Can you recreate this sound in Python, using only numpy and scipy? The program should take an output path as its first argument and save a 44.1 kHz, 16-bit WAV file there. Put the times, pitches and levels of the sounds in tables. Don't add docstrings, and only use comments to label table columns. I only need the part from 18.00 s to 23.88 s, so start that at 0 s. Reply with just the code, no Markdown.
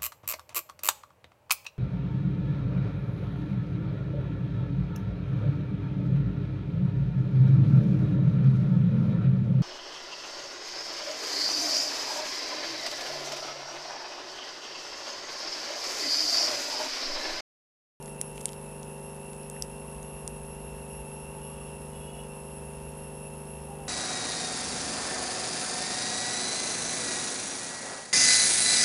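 import sys
import numpy as np
from scipy import signal
from scipy.fft import rfft, irfft
from scipy.io import wavfile

SR = 44100
rng = np.random.default_rng(int(sys.argv[2]) if len(sys.argv) > 2 else 0)


def wav_record(signal):
    frames = np.transpose(np.atleast_2d(signal))
    bounded = np.clip(frames, -1, 1)
    quanta = np.round(bounded * 32767).astype(np.int16)
    wavfile.write(sys.argv[1], SR, quanta)


N = 259308
TIME = np.arange(N) / SR

# (frequency [Hz], density [dB per Hz])
AIR_SPECTRUM = [(20, -99), (90, -82), (520, -80), (610, -84), (1050, -85.5), (1500, -91), (2100, -97.5),
                (2900, -95.5), (4400, -105), (9100, -100.5), (10400, -88.5), (11400, -100), (12400, -109),
                (15500, -115)]

# (multiple of the mains [1], level [dB rms])
FAN_LINES = [(1, -62.5), (3, -46.5), (3.5, -62), (4, -55), (4.5, -53.5), (5, -59), (5.5, -79), (6, -72),
             (7, -65), (7.5, -65.5), (8, -50), (9, -57.5), (10, -54.5), (11, -54), (13, -60), (14, -68),
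             (15, -63), (16, -67.5), (17, -59.5), (18, -57), (19, -58), (21, -66.5), (36, -77), (40, -79)]
MAINS_HZ = 49.864

# (frequency [Hz], relative density [dB per Hz])
RUMBLE_SPECTRUM = [(15, -42), (26, -22), (33, -8.5), (52, -2.5), (66, -0.5), (85, -14.5), (130, -17.5),
                   (300, -80)]
PASS_HZ, PASS_DB, NEAREST_S, NEAR_S = 53, -50.5, 2.54, 0.61
PULL_START_S, PULL_DB, PULL_FROM_HZ, PULL_TO_HZ, SPEED_UP_S, FADE_IN_S = 1.6, -53, 59, 69.4, .9, .25
THROB_S, THROB_PEAK_S, THROB_DEPTH = 0.95, 2.78, 0.4

# (start [s], first pitch [Hz], relative level [dB], chirps [count])
NEAR_PHRASES = [(-.14, 2782, -51.5, 3), (.36, 2790, -54.5, 3), (.87, 2792, -53.5, 3),
                (1.37, 2795, -52.5, 3), (1.86, 2798, -50.5, 2), (2.28, 2803, -52, 2),
                (2.74, 2806, -51.5, 3), (3.27, 2798, -51, 3), (3.8, 2799, -53.5, 3), (4.29, 2796, -54.5, 3),
                (4.81, 2794, -53, 3), (5.32, 2796, -56.5, 3), (5.8, 2801, -56.5, 3)]
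NEAR_WING_DB = [-8.5, -19, -18, -0.35, -39]
STEP_HZ, FIRST_S, LONGER_S, REST_S, FIRST_DB = 25.75, .125, .03, .015, -2

# (pitch [Hz], relative level [dB])
FAR_CRICKETS = [(2575, -66), (2605, -61), (2625, -58.5), (2640, -57.5), (2655, -58), (2672, -58),
                (2690, -57.5), (2708, -58), (2730, -59), (2765, -63), (2835, -68)]
FAR_WING_DB = [-6.5, -20.5, -18.5, -2, -41]

# (frequency [Hz], relative level [dB])
TICK_COLOUR = [(300, -22), (1500, -13), (2500, 2), (4000, -7.5), (7000, 0), (9000, 3.5), (11000, 3.5),
               (12500, -11), (15500, -52)]
TICKS_PER_S, TICK_PHASE_TURNS = 59.931, .825

# (time [s], level over 5 ms [dB rms], ring [Hz], ring boost [dB], low knock boost [dB])
HAND_SNAPS = [(0.0267, -46, 9450, 8, -1), (0.0593, -46.5, 9500, 0.5, -4), (.08, -54, 2050, 23, 2),
              (0.2137, -26, 9600, 5.5, 0), (0.3791, -43, 2650, 20, 7), (0.4084, -49, 8000, 0, 12),
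              (0.413, -42.5, 9200, 7, 1), (.4566, -24, 8920, 21, 19.5), (0.4837, -46.5, 3380, 19, 9),
              (0.4912, -44, 8000, 7, 20), (.5218, -49, 7500, 4, 8), (.5323, -45.5, 9000, 0, 14),
              (0.8312, -47, 7000, 6, 9), (1.333, -50, 7000, 4, 18), (1.4336, -53, 9000, -2, 6),
              (1.4996, -39, 8850, 9, -17), (1.565, -51, 1840, 46, 2), (1.6233, -28, 5370, 7.5, 3),
              (2.0296, -48, 6500, 10, -8), (2.2775, -32, 9100, 14, 10)]
# (frequency [Hz], relative level [dB])
SNAP_COLOUR = [(200, -25), (1200, -19), (2400, -13), (3800, -7.5), (5700, -0.5), (9200, 1.5), (11000, -0.5),
               (12000, -5), (13200, -13), (14500, -21)]

# (frequency [Hz], density before the stroke [dB per Hz])
RUSTLE_SPECTRUM = [(1000, -115), (3000, -100), (5000, -101), (8500, -93), (11000, -103), (13000, -103),
                   (15000, -112)]
# (time [s], gain [dB])
PETAL_STROKE = [(.3, -40), (.36, 1), (.42, -1), (.5, 2), (.54, -14), (.58, -40)]

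# (start [s], end [s], pitch [Hz], width [Hz], level before fades [dB rms])
DISTANT_TONES = [(1.75, 2.4, 1080, 50, -63), (2.85, 3.62, 872, 14, -55.5), (3.2, 3.8, 1150, 70, -64.5),
                 (4.1, 4.22, 660, 70, -55.5), (5.62, 5.78, 805, 10, -51), (5.76, 5.97, 803, 10, -51.5)]
# (start [s], end [s], level [dB])
FAR_SQUEALS = [(3.354, 3.8, -67.5), (3.861, 4.313, -61.5)]
# (pitch [Hz], level added to the squeal's [dB])
SQUEAL_PAIR = [(2915, 2.5), (3335, -4)]
SQUEAL_WIDTH_HZ = 30

BAND_EDGE_HZ = 15520


def gain_of(db):
    return 10 ** (np.asarray(db) / 20)


def evened(x):
    return x / np.sqrt(np.mean(x ** 2) + 1e-30)


def read(points, hz):
    f, value = np.transpose(points)
    return np.interp(np.log(hz + 1), np.log(f + 1), value)


def add(mix, start_s, sound):
    at = round(start_s * SR)
    sound = sound[max(-at, 0):]
    part = mix[max(at, 0):][:len(sound)]
    part += sound[:len(part)]


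def sine(turns):
    return np.sin(2 * np.pi * turns)


def noise(points):
    hz = np.fft.rfftfreq(N, 1 / SR)
    white = rfft(rng.standard_normal(N))
    return irfft(white * gain_of(read(points, hz)), N) * np.sqrt(SR / 2)


def drift(rate, size=N):
    knots = rng.standard_normal(4096)
    return np.interp(np.arange(size) / SR * rate, np.arange(len(knots)), knots) * np.sqrt(3 / 2)


def impulse(colour_db):
    log_gain = np.log(gain_of(np.r_[colour_db, colour_db[-2:0:-1]]))
    return np.fft.ifft(np.exp(np.conj(signal.hilbert(log_gain)))).real


def echoes(x, t60):
    t = np.arange(SR // 2) / SR
    tail = rng.standard_normal(len(t)) * gain_of(-60 * t / t60) * (t > .003)
    return signal.fftconvolve(x, tail / np.linalg.norm(tail))[:N]


def still_air():
    return noise(AIR_SPECTRUM)


def fan(waver=0.034, buzz_db=-80, buzz_fall_db=-7, uneven_db=4):
    turns = MAINS_HZ * TIME
    upper = np.arange(20, 46)
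    fall_db = buzz_fall_db * np.log2(upper / upper.mean())
    upper_db = buzz_db + fall_db + uneven_db * rng.uniform(-2.6, 1, len(upper))
    out = np.zeros(N)
    for multiple, db in FAN_LINES:
        out += gain_of(db) * (1 + waver * drift(6.1)) * sine(multiple * turns + rng.random())
    for multiple, db in zip(upper, upper_db):
        out += gain_of(db) * sine(multiple * turns + rng.random())
    return np.sqrt(2) * out


def traffic(rumble_db=-57.0, rise_db=4, swell_db=1.5, swells_per_s=6):
    near = 1 / np.hypot(1, (TIME - NEAREST_S) / NEAR_S)
    rumble_level_db = rumble_db + rise_db * near + swell_db * drift(swells_per_s)
    rumble = evened(noise(RUMBLE_SPECTRUM)) * gain_of(rumble_level_db)
    passing = gain_of(PASS_DB) * near * sine(PASS_HZ * TIME + rng.random())

    age = np.maximum(TIME - PULL_START_S, 0)
    hz = PULL_TO_HZ + (PULL_FROM_HZ - PULL_TO_HZ) * np.exp(-age / SPEED_UP_S)
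    throb = 1 + THROB_DEPTH * np.cos(2 * np.pi * (TIME - THROB_PEAK_S) / THROB_S)
    level = gain_of(PULL_DB) * (1 - np.exp(-age / FADE_IN_S)) * throb
    pulling = level * sine(np.cumsum(hz) / SR + rng.random())
    return rumble + np.sqrt(2) * (passing + pulling)


def chirp(length_s, hz, wing_db, sag, jitter):
    u = np.linspace(-.5, .5, max(round(length_s * SR), 2))
    turns = np.cumsum(hz * (1 - sag * u + jitter * drift(300.7, len(u)))) / SR
    tone = sum(gain_of(db) * sine(k * turns) for k, db in enumerate(wing_db, 1))
    return np.sqrt(2) * tone * signal.windows.tukey(len(u), .35)


def near_cricket(sag=0.0056, jitter=0.00061, uneven_db=1.07, dry_db=-1, wet_db=-8):
    out = np.zeros(N)
    for (start, hz, db, chirps), following in zip(NEAR_PHRASES, NEAR_PHRASES[1:] + [None]):
        for k, loud in enumerate(rng.standard_normal(chirps)):
            length = FIRST_S + k * LONGER_S
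            if following and k == chirps - 1:
                length = following[0] - REST_S - start
            gain = gain_of(db + FIRST_DB * (k == 0) + uneven_db * loud)
            add(out, start, gain * chirp(length, hz - k * STEP_HZ, NEAR_WING_DB, sag, jitter))
            start = start + length + REST_S
    return gain_of(dry_db) * out + gain_of(wet_db) * echoes(out, t60=0.7)


def chorus(stroke_s=.17, step=.009, sag=0.00754, jitter=0.0043, uneven_db=2.0):
    out = np.zeros(N)
    for hz, db in FAR_CRICKETS:
        lead_s = rng.uniform(.2, .7)
        pace_s = stroke_s * rng.uniform(.88, 1.12)
        for k, (late, loud, detune) in enumerate(rng.standard_normal((48, 3))):
            pitch = hz * (1 + step * (1 - k % 3) + .002 * detune)
            stroke = chirp(0.921 * pace_s, pitch, FAR_WING_DB, sag, jitter)
            add(out, k * pace_s - lead_s + .015 * late, gain_of(db + uneven_db * loud) * stroke)
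    return 0.5 * out + 0.7 * echoes(out, t60=0.34)


def bush_cricket(hz=9385, level_db=-71.0, pulses_per_s=12.785, sweep_hz=220, scatter_hz=45):
    turns = pulses_per_s * (TIME - .04)
    slide = (turns + .5) % 1 - .5
    pitch = hz - sweep_hz * slide + scatter_hz * drift(400)
    pulses = np.cos(np.pi * turns) ** 10
    return gain_of(level_db) * evened(pulses * sine(np.cumsum(pitch) / SR))


def camera_buzz(ticks_db=-62, burst_s=0.0018, whine_hz=13967, whine_db=-81):
    train = np.diff(np.floor(TICKS_PER_S * TIME - TICK_PHASE_TURNS), prepend=-1)
    t = np.arange(-128, 129) / SR
    gate = np.exp(-(t / burst_s) ** 2)
    alike = signal.fftconvolve(train, gate * rng.standard_normal(len(t)), "same")
    hiss = signal.fftconvolve(train, gate, "same") * rng.standard_normal(N)
    colour = impulse(read(TICK_COLOUR, np.fft.rfftfreq(1024, 1 / SR)))
    ticks = signal.fftconvolve(hiss + 0.78 * alike, colour)[:N]
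    whine = sine(np.cumsum(whine_hz + 12 * drift(44)) / SR)
    return gain_of(ticks_db) * evened(ticks) + gain_of(whine_db) * evened(whine)


def handling(ring_width_hz=750, knock_hz=2750, knock_width_hz=950,
             bounce=0.083, bounce_s=.00057, crackle=0.17, crackle_s=0.00079, room_db=-19):
    out = np.zeros(N)
    hz = np.fft.rfftfreq(1024, 1 / SR)
    t = np.arange(512) / SR
    for start, db, ring_hz, ring_db, knock_db in HAND_SNAPS:
        width = ring_width_hz * np.sqrt(ring_hz / (SR / 5))
        peak = 1 / (1 + ((hz - ring_hz) / width) ** 2)
        ring = 20 * np.log10(1 + (gain_of(ring_db) - 1) * peak)
        knock = knock_db / (1 + ((hz - knock_hz) / knock_width_hz) ** 2)
        force = crackle * rng.standard_normal(len(t)) * np.exp(-t / crackle_s)
        force[0] += 1
        add(force, bounce_s, np.array([bounce]))
        snap = np.convolve(force, impulse(read(SNAP_COLOUR, hz) + ring + knock))
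        to_rms_1 = np.sqrt(.005 * SR / np.sum(snap ** 2))
        add(out, start, gain_of(db) * snap * to_rms_1)
    return out + gain_of(room_db) * echoes(out, t60=0.11)


def rustle():
    time_s, db = np.transpose(PETAL_STROKE)
    grain = evened(gain_of(5.9 * drift(500)))
    return noise(RUSTLE_SPECTRUM) * grain * gain_of(np.interp(TIME, time_s, db))


def far_tones():
    out = np.zeros(N)
    squeals = [(start, end, hz, SQUEAL_WIDTH_HZ, db + tone_db)
               for start, end, db in FAR_SQUEALS for hz, tone_db in SQUEAL_PAIR]
    for start, end, hz, width, db in DISTANT_TONES + squeals:
        t = np.arange(0, end - start, 1 / SR)
        smear = drift(2 * width, len(t)) + 1j * drift(2 * width, len(t))
        tone = evened((smear * np.exp(2j * np.pi * hz * t)).real)
        add(out, start, gain_of(db) * tone * signal.windows.tukey(len(t), .5))
    return out


def scene():
    room = still_air() + fan()
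    outdoors = traffic() + near_cricket() + chorus() + bush_cricket() + far_tones()
    close = camera_buzz() + handling() + rustle()
    return (room + outdoors + close)[None]


def record(dry):
    low_pass = signal.firwin(511, BAND_EDGE_HZ, window=("kaiser", 9), fs=SR)
    return signal.oaconvolve(dry, low_pass[None], "same")


dry = scene()
out = record(dry)
wav_record(out)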